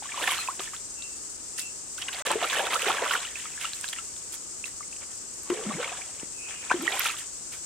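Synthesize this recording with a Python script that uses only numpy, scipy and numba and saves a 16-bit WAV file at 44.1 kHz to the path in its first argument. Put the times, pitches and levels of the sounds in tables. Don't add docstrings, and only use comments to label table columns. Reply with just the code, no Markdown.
import sys
import numpy as np
from scipy import signal
from scipy.fft import rfft, irfft
from scipy.io import wavfile
from scipy.ndimage import uniform_filter1d
from numba import njit

SR = 44100
rng = np.random.default_rng(int(sys.argv[2]) if len(sys.argv) > 2 else 0)


def master(y):
    cut = np.clip(np.atleast_2d(y).T, -1, 1)
    pcm = np.round(cut * 32767)
    wavfile.write(sys.argv[1], SR, pcm.astype(np.int16))


N = 337365
TIME = np.arange(N) / SR
BINS_HZ = np.maximum(np.fft.rfftfreq(N, 1 / SR), 1)


def from_db(db):
    return 10 ** (np.asarray(db) / 20)


def rms_one(x):
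    return x / np.sqrt(np.mean(x ** 2) + 1e-20)


def at_hz(points, hz):
    point_hz, value = np.transpose(points)
    return np.interp(np.log(hz), np.log(point_hz), value)


def drift(rate_hz):
    return rms_one(irfft(rfft(rng.standard_normal(N)) / (1 + (BINS_HZ / rate_hz) ** 2), N))


def wide_noise(spectrum):
    # frequency_hz, correlation
    likeness = [(50, 0.72), (150, 0.23), (400, 0.42), (800, 0), (1500, 0), (16000, 0.02)]
    alike = at_hz(likeness, BINS_HZ)
    mid, side = rfft(rng.standard_normal((2, N))) * from_db(at_hz(spectrum, BINS_HZ))
    mid, side = irfft(mid * np.sqrt(1 + alike), N), irfft(side * np.sqrt(1 - alike), N)
    return np.array([mid + side, mid - side]) / mid.std()


def bubble_t60(hz):
    return 0.037 * (1000 / hz) ** 0.43


def tick_t60(hz):
    return 0.0057 * (1000 / hz) ** 0.22


@njit
def add_rings(out, start, hz, height, t60, rise, sr):
    for k in range(len(start)):
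        first = int(start[k] * sr) + 1
        for i in range(max(first, 0), min(first + int(t60[k] * sr), len(out))):
            age = i / sr - start[k]
            cycles = hz[k] * age * (1 + rise[k] * age / (2 * t60[k]))
            envelope = np.exp(-6.9 * age / t60[k]) * (1 - np.exp(-2.5 * cycles))
            out[i] += height[k] * envelope * np.sin(2 * np.pi * cycles)


def rings(start, hz, height, t60, scatter_db, lag_s, rise=0.0):
    # frequency_hz, left_minus_right_db
    lean = [(300, 2), (1200, -0.5), (2400, -4), (4500, 0), (8000, -3), (13000, -6)]
    place, lag = rng.standard_normal((len(start), 2)).T
    pan_db = at_hz(lean, hz) + scatter_db * place
    heard = np.abs(height) > 1e-4
    out = np.zeros((2, N))
    for channel, sign in zip(out, (1, -1)):
        arrival = start + sign * lag * lag_s / 2
        columns = np.broadcast_arrays(arrival, hz, height * from_db(sign * pan_db / 2), t60, rise)
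        add_rings(channel, *(column[heard] for column in columns), float(SR))
    return out


def swarm(colour, spread_db, count):
    when, pitch, chance, sign = rng.random((count, 4)).T
    hz = colour[0][0] * (colour[-1][0] / colour[0][0]) ** pitch
    size = rms_one(from_db(spread_db * np.minimum(-np.log(1 - chance), 4)))
    size *= np.sign(sign - .5) * np.sqrt(hz / count)
    return when * N / SR, hz, size * from_db(at_hz(colour, hz))


def insects(level_db=-42, left_lean_db=3.0, shimmer_db=1.0):
    # frequency_hz, relative_db
    spectrum = [(3500, -39), (4300, -15), (4900, -9.5), (6300, -4.5), (7100, 0), (8000, 1), (8600, -2),
                (9200, -11.5), (10000, -17), (10800, -23.5), (13000, -28), (16000, -36)]
    level = from_db(level_db + shimmer_db * drift(39))
    return level * wide_noise(spectrum) * from_db([[left_lean_db / 2], [-left_lean_db / 2]])


def stream(level_db=-53.5):
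    # frequency_hz, relative_db
    spectrum = [(15, -36), (25, -5.5), (59, -3), (196, -5.5), (237, -5), (342, -2.5), (679, -9.5),
                (897, -9), (1110, -9), (1240, -8), (2110, -14), (2860, -12.5), (3390, -15), (4200, -12),
                (5460, -46), (9240, -120)]
    return from_db(level_db) * wide_noise(spectrum)


def spits(level_db=-44):
    s, hz, size = swarm([(9000, 0), (11500, 0), (14500, -3)], spread_db=2.5, count=70)
    return rings(s, hz, from_db(level_db) * rms_one(size), tick_t60(hz) / 2, scatter_db=5.0, lag_s=6e-5)


def bank_echo(near, wet_db=-12.0, t60_s=.12):
    age = TIME[:SR // 3]
    echo = rng.standard_normal((2, len(age))) * from_db(-60 * age / t60_s) * (age > .002)
    echo /= np.sqrt(np.sum(echo ** 2, axis=1, keepdims=True))
    return near + from_db(wet_db) * signal.fftconvolve(near, echo, axes=1)[:, :N]


def basket_handling(gain_db=-3.5, t60_s=.005):
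    # middle_s, half_length_s, level_db
    touches = [(5.026, 0.01, -49), (5.113, 0.022, -57), (6.2, 0.049, -55), (6.514, 0.031, -48),
               (6.651, 0.027, -49)]
    s, hz, size = swarm([(450, -1), (1800, 1), (2800, 0), (4000, -8)], spread_db=2.0, count=7000)
    touch = sum(from_db(db) * np.exp(-((s - middle) / half) ** 2 / 2) for middle, half, db in touches)
    height = from_db(gain_db) * size * touch / np.sqrt(t60_s)
    return rings(s, hz, height, t60_s, scatter_db=7.0, lag_s=3e-5)


def squeaks():
    # middle_s, half_length_s, pitch_hz, width_hz, level_db
    rubs = [(0.403, 0.017, 4140, 101, -37), (0.414, 0.021, 2570, 100, -39.5),
            (1.037, 0.041, 2710, 30.2, -46.5), (1.135, .035, 2680, 35.2, -56),
            (1.643, 0.046, 2690, 44.6, -44), (6.464, 0.063, 2570, 110, -44),
            (6.565, 0.073, 2840, 50.3, -50), (6.627, 0.083, 2470, 111.3, -49)]
    out = np.zeros((2, N))
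    for middle, half, hz, width_hz, db in rubs:
        near = np.abs(TIME - middle) < 4 * half
        wander = np.cumsum(rng.standard_normal((2, N)), axis=1) * np.sqrt(2 * np.pi * width_hz / SR)
        phase = 2 * np.pi * hz * TIME[near] + uniform_filter1d(wander[:, near], size=60)
        envelope = from_db(db) * np.exp(-((TIME[near] - middle) / half) ** 2 / 2)
        out[:, near] += envelope * np.sqrt(2) * np.sin(phase)
    return out


def splashes():
    # crest_s, swell_s, fade_s, level_db, biggest_bubble_hz, spray_relative_db
    strokes = [(0.19, 0.045, 0.03, -32.5, 1010, -31), (0.229, 0.024, 0.028, -29, 180, -27),
               (0.315, 0.053, 0.046, -22, 1440, -29.5), (0.383, 0.015, 0.1, -37, 920, -19.5),
               (1.585, 0.005, 0.028, -37.5, 1700, -11), (2.2, 0.081, 0.043, -37.5, 620, -27),
               (2.266, 0.007, 0.016, -22.5, 332, -27.5), (2.313, .028, 0.043, -25.5, 412, -31.5),
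               (2.426, 0.019, 0.031, -24, 248, -36), (2.529, 0.056, .045, -23, 1340, -29.5),
               (2.59, 0.062, 0.089, -27, 278, -30.5), (2.742, .022, .02, -23, 595, -28.5),
               (2.823, 0.038, 0.021, -27, 1610, -25), (2.885, .045, 0.084, -23.5, 447, -31),
               (3.045, 0.026, 0.046, -28.5, 280, -34), (3.13, .05, 0.048, -25.5, 890, -27.5),
               (4.338, 0.017, .02, -46, 1130, -8.5), (5.53, 0.037, 0.13, -37, 320, -35),
               (5.735, 0.073, 0.017, -39, 400, -35), (5.828, 0.052, 0.12, -33, 466, -36),
               (6.718, 0.013, 0.028, -33.5, 441, -49), (6.77, .03, .03, -40, 700, -36),
               (6.94, 0.095, 0.068, -33.5, 580, -38), (7.06, 0.12, 0.058, -26, 1340, -25)]
    # crest_s, level_db, biggest_bubble_hz
    slaps = [(0.277, -15, 610), (0.32, -27, 900), (0.595, -29, 220), (2.086, -20.5, 1310),
             (2.667, -20.5, 384), (3.931, -20, 1870), (5.501, -27, 597), (6.716, -41, 780)]
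    # landing_s, fade_s, level_db, spray_relative_db
    showers = [(0.026, .14, -42, -29), (0.604, 0.071, -36, -23), (0.74, .025, -42, -22),
               (1.981, 0.036, -40, -20), (2.019, 0.019, -31.5, -33), (2.13, 0.02, -27.5, -33),
               (3.22, 0.079, -34, -29), (3.363, 0.27, -38.5, -27.5), (3.61, 0.066, -29.5, -27),
               (3.737, 0.24, -47, -16), (3.841, .014, -36.5, -20.5), (3.888, 0.01, -42, -12),
               (3.966, 0.025, -36.5, -34), (4.661, 0.027, -41.5, -19), (7.187, 0.037, -38.5, -22),
               (7.525, 0.035, -39, -20)]
    return (strokes
            + [(s, .002, .0038, db, hz, -33.5) for s, db, hz in slaps]
            + [(s, .006, fade, db, 1580, spray_db) for s, fade, db, spray_db in showers])


def stirring(s, hz, airborne=False):
    power = 0
    for crest, swell, fade, db, biggest_bubble_hz, spray_db in splashes():
        envelope = np.exp(-np.maximum((crest - s) / swell, (s - crest) / fade))
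        share = from_db(spray_db) ** 2 if airborne else 1 / (1 + (biggest_bubble_hz / hz) ** 5)
        power = power + share * (from_db(db) * envelope) ** 2
    return np.sqrt(power)


def patter(gain_db=-16, dripping_db=-56, t60_s=.0008):
    s, hz, size = swarm([(2500, 0), (6000, 0), (11000, -5)], spread_db=4.0, count=1000)
    drive = stirring(s, hz, airborne=True) + from_db(dripping_db)
    height = from_db(gain_db) * size * drive / np.sqrt(t60_s)
    return rings(s, hz, height, t60_s, scatter_db=5.0, lag_s=6e-5)


def spray(gain_db=-5.0, t60_s=.002):
    # pitch_hz, relative_db
    colour = [(3000, 12), (5000, 9), (8000, 15.5), (10000, 10.5), (12000, 1), (16000, -5)]
    s, hz, size = swarm(colour, spread_db=4.0, count=30000)
    height = from_db(gain_db) * size * stirring(s, hz, airborne=True) / np.sqrt(t60_s)
    return rings(s, hz, height, t60_s, scatter_db=7.0, lag_s=1e-4)


def ticks(crack_db=-1.5, crack_hz=6000.0, crack_t60_s=0.00088, soft_hz=1500):
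    # start_s, pitch_hz, level_db
    knocks = [(0.2748, 2520, -10), (.279, 1690, -6), (0.597, 3300, -17.5), (.765, 3550, -24),
              (1.023, 3880, -21), (1.584, 5500, -25), (1.586, 1930, -28), (1.979, 3420, -27),
              (2.021, 4330, -25), (2.147, 4500, -19), (2.316, 8350, -10), (2.51, 3520, -20),
              (2.666, 2500, -26), (2.734, 2600, -8.5), (2.821, 2780, -11.5), (3.457, 2320, -25),
              (3.734, 4150, -16), (3.812, 8400, -17), (3.843, 2740, -16), (3.888, 3700, -19),
              (4.165, 3600, -29), (4.657, 3920, -24), (4.965, 2680, -31), (5.434, 11400, -28),
              (5.503, 1210, -14), (6.198, 2850, -26), (6.231, 274, -13.5), (6.716, 970, -1),
              (6.824, 11500, -25), (6.87, 3180, -15), (6.921, 2420, -17), (6.995, 12100, -7)]
    s, hz, db = np.transpose(knocks)
    ring = rings(s, hz, from_db(db), tick_t60(hz), scatter_db=1.5, lag_s=8e-6)
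    crack_height = from_db(db + crack_db) / (1 + (soft_hz / hz) ** 2)
    return ring + rings(s, crack_hz, crack_height, crack_t60_s, scatter_db=-2.0, lag_s=2e-5)


def gulps(gain_db=-2.5, flutter_db=3.0, wobble=.08, froth=0.29):
    # time_s, pitch_hz, level_db
    pockets = [
        [(5.505, 329.6, -46), (5.525, 341, -26), (5.545, 514, -34), (5.555, 484, -48), (5.6, 420, -28),
         (5.62, 450, -40), (5.65, 420, -40)],
        [(5.652, 403, -35), (5.664, 208.5, -25), (5.7, 216.5, -25.5), (5.72, 200, -46), (5.755, 191, -33),
         (5.775, 315, -37), (5.8, 491, -27), (5.83, 485, -53)],
        [(6.745, 340, -28), (6.76, 321, -35), (6.78, 311, -40), (6.8, 253, -37), (6.835, 343, -28.5),
         (6.86, 378, -39), (6.89, 418, -37.5), (6.95, 435, -51)],
    ]
    flutter = from_db(flutter_db * drift(60))
    bend = 1 + wobble * drift(70.4)
    out = np.zeros(N)
    for curve in pockets:
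        s, hz, db = np.transpose(curve)
        level = uniform_filter1d(np.interp(TIME, s, from_db(db), left=0, right=0), size=400)
        pitch_hz = np.interp(TIME, s, hz) * bend
        out += level * np.sin(2 * np.pi * np.cumsum(pitch_hz) / SR)
    return from_db(gain_db) * out * flutter * (1 + froth * drift(260))


def plops(gain_db=4.5, lingering=0.63):
    # start_s, pitch_hz, level_db, pitch_rise_share
    bubbles = [(0.023, 833, -35.5, 0.085), (0.055, 1050, -38.5, 0.61), (0.091, 1740, -36, 0.18),
               (0.12, 2300, -30.5, .15), (0.142, 1120, -33, 0.3), (0.176, 970, -30.5, 1),
               (0.197, 900, -34, .7), (0.319, 1034, -25.5, 0), (0.387, 1250, -29, 0.15),
               (0.476, 2520, -29.5, 0.2), (0.486, 976, -23, 1), (0.595, 382, -36, 0.085),
               (0.604, 1220, -33, 0.089), (0.676, 1790, -37.5, 0.16), (0.735, 1150, -36.5, 0.92),
               (1.982, 1404, -36.5, 0.9), (2.083, 2810, -26.5, 0.098), (2.31, 880, -21.5, 0),
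               (2.355, 412, -21.5, 0.41), (2.425, 677, -23, 0.39), (2.444, 1250, -26.5, 0.52),
               (2.526, 1090, -27.5, 0), (2.598, 530, -27, 0.029), (2.731, 1250, -23, 0),
               (2.756, 1205, -22, 1), (2.866, 396, -25.5, 0.35), (2.887, 662, -27, 0.59),
               (2.984, 1645, -23.5, 0), (3.019, 626, -28, 0.81), (3.021, 484, -27, 0.23),
               (3.109, 1400, -22, 0.52), (3.152, 1425, -19, 0), (3.251, 2760, -30.5, 0.67),
               (3.356, 2460, -31.5, 0.47), (3.455, 1260, -34, 0), (3.577, 1650, -36.5, 0.18),
               (3.646, 1210, -29, 1), (3.653, 2800, -26, 0.059), (3.842, 1600, -30, 0.11),
               (3.88, 3930, -32, 0.19), (3.987, 1340, -35, 0), (3.985, 2760, -32, 0.069),
               (4.641, 2590, -30, 0.18), (4.68, 1910, -44, .1), (4.807, 1203, -35.5, 0),
               (4.829, 2110, -42, 0), (4.927, 2440, -41, 0.92), (5.5, 354, -21, 0),
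               (5.71, 1146, -28.5, .05), (5.74, 2030, -34.5, 0.93), (5.843, 2150, -28, 0.55),
               (5.894, 2540, -31, 0.00016), (5.918, 700, -35, .3), (6.017, 2210, -37, 0.9),
               (6.699, 2280, -26.5, 0.94), (6.705, 1004, -21, 0.041), (6.712, 1435, -16, 0.66),
               (6.741, 356, -21.5, 0), (6.878, 1906, -18, 0), (7.056, 1330, -23, 0.12),
               (7.101, 2570, -25.5, 0)]
    s, hz, db, rise = np.transpose(bubbles)
    t60 = bubble_t60(hz) * (1 + lingering * rise)
    return rings(s, hz, from_db(db + gain_db), t60, scatter_db=4.0, lag_s=2e-5, rise=rise)


def gurgle(gain_db=-13.0, max_rise=.7):
    s, hz, size = swarm([(330, 4.5), (1200, 3), (1700, -1.5), (2400, -2.5)], spread_db=2.0, count=700)
    t60 = bubble_t60(hz) * 2 ** rng.uniform(-.5, .7, len(s))
    height = from_db(gain_db) * size * stirring(s, hz) / np.sqrt(t60)
    rise = max_rise * rng.random(len(s)) ** 2
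    return rings(s, hz, height, t60, scatter_db=3.5, lag_s=3e-5, rise=rise)


def churn(gain_db=-13.5, t60_at_2khz_s=0.0039):
    colour = [(450, -18.0), (900, -13), (2000, 5.0), (3200, 2.5), (4400, -36), (6000, -38)]
    s, hz, size = swarm(colour, spread_db=2.5, count=24000)
    height = from_db(gain_db) * size * stirring(s, hz) / np.sqrt(t60_at_2khz_s)
    return rings(s, hz, height, t60_at_2khz_s * np.sqrt(2000 / hz), scatter_db=-0.5, lag_s=4e-5)


def bubble_cloud(gain_db=-11, clump_db=2.5, max_rise=1.447):
    # pitch_hz, relative_db
    colour = [(150, -24), (400, 7), (1000, 5.5), (2000, -0.5), (3200, 3.5), (4200, -12), (6000, -9.5),
              (9000, -37)]
    s, hz, size = swarm(colour, spread_db=4.0, count=38000)
    t60 = 0.0366 * (1000 / hz) ** .7 * 2 ** rng.uniform(-1.8, 1, len(s))
    clumps = from_db(clump_db * np.interp(s, TIME, drift(45)))
    height = from_db(gain_db) * size * clumps * stirring(s, hz) / np.sqrt(t60)
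    rise = rng.uniform(0, max_rise, len(s))
    return rings(s, hz, height, t60, scatter_db=-0.5, lag_s=4e-5, rise=rise)


def scene(lowest_hz=140):
    water = bubble_cloud() + churn() + spray() + patter() + plops() + gurgle() + ticks() + gulps()
    water = signal.sosfilt(signal.butter(4, lowest_hz, "high", fs=SR, output="sos"), water)
    return bank_echo(water + basket_handling()) + squeaks() + spits() + insects() + stream()


def record(dry):
    gap_start_s, gap_end_s, cutoff_hz = 2.223, 2.251, 15900
    live = (TIME < gap_start_s) | (TIME > gap_end_s)
    return signal.sosfilt(signal.ellip(10, .1, 70, cutoff_hz, fs=SR, output="sos"), dry * live)


dry = scene()
out = record(dry)
master(out)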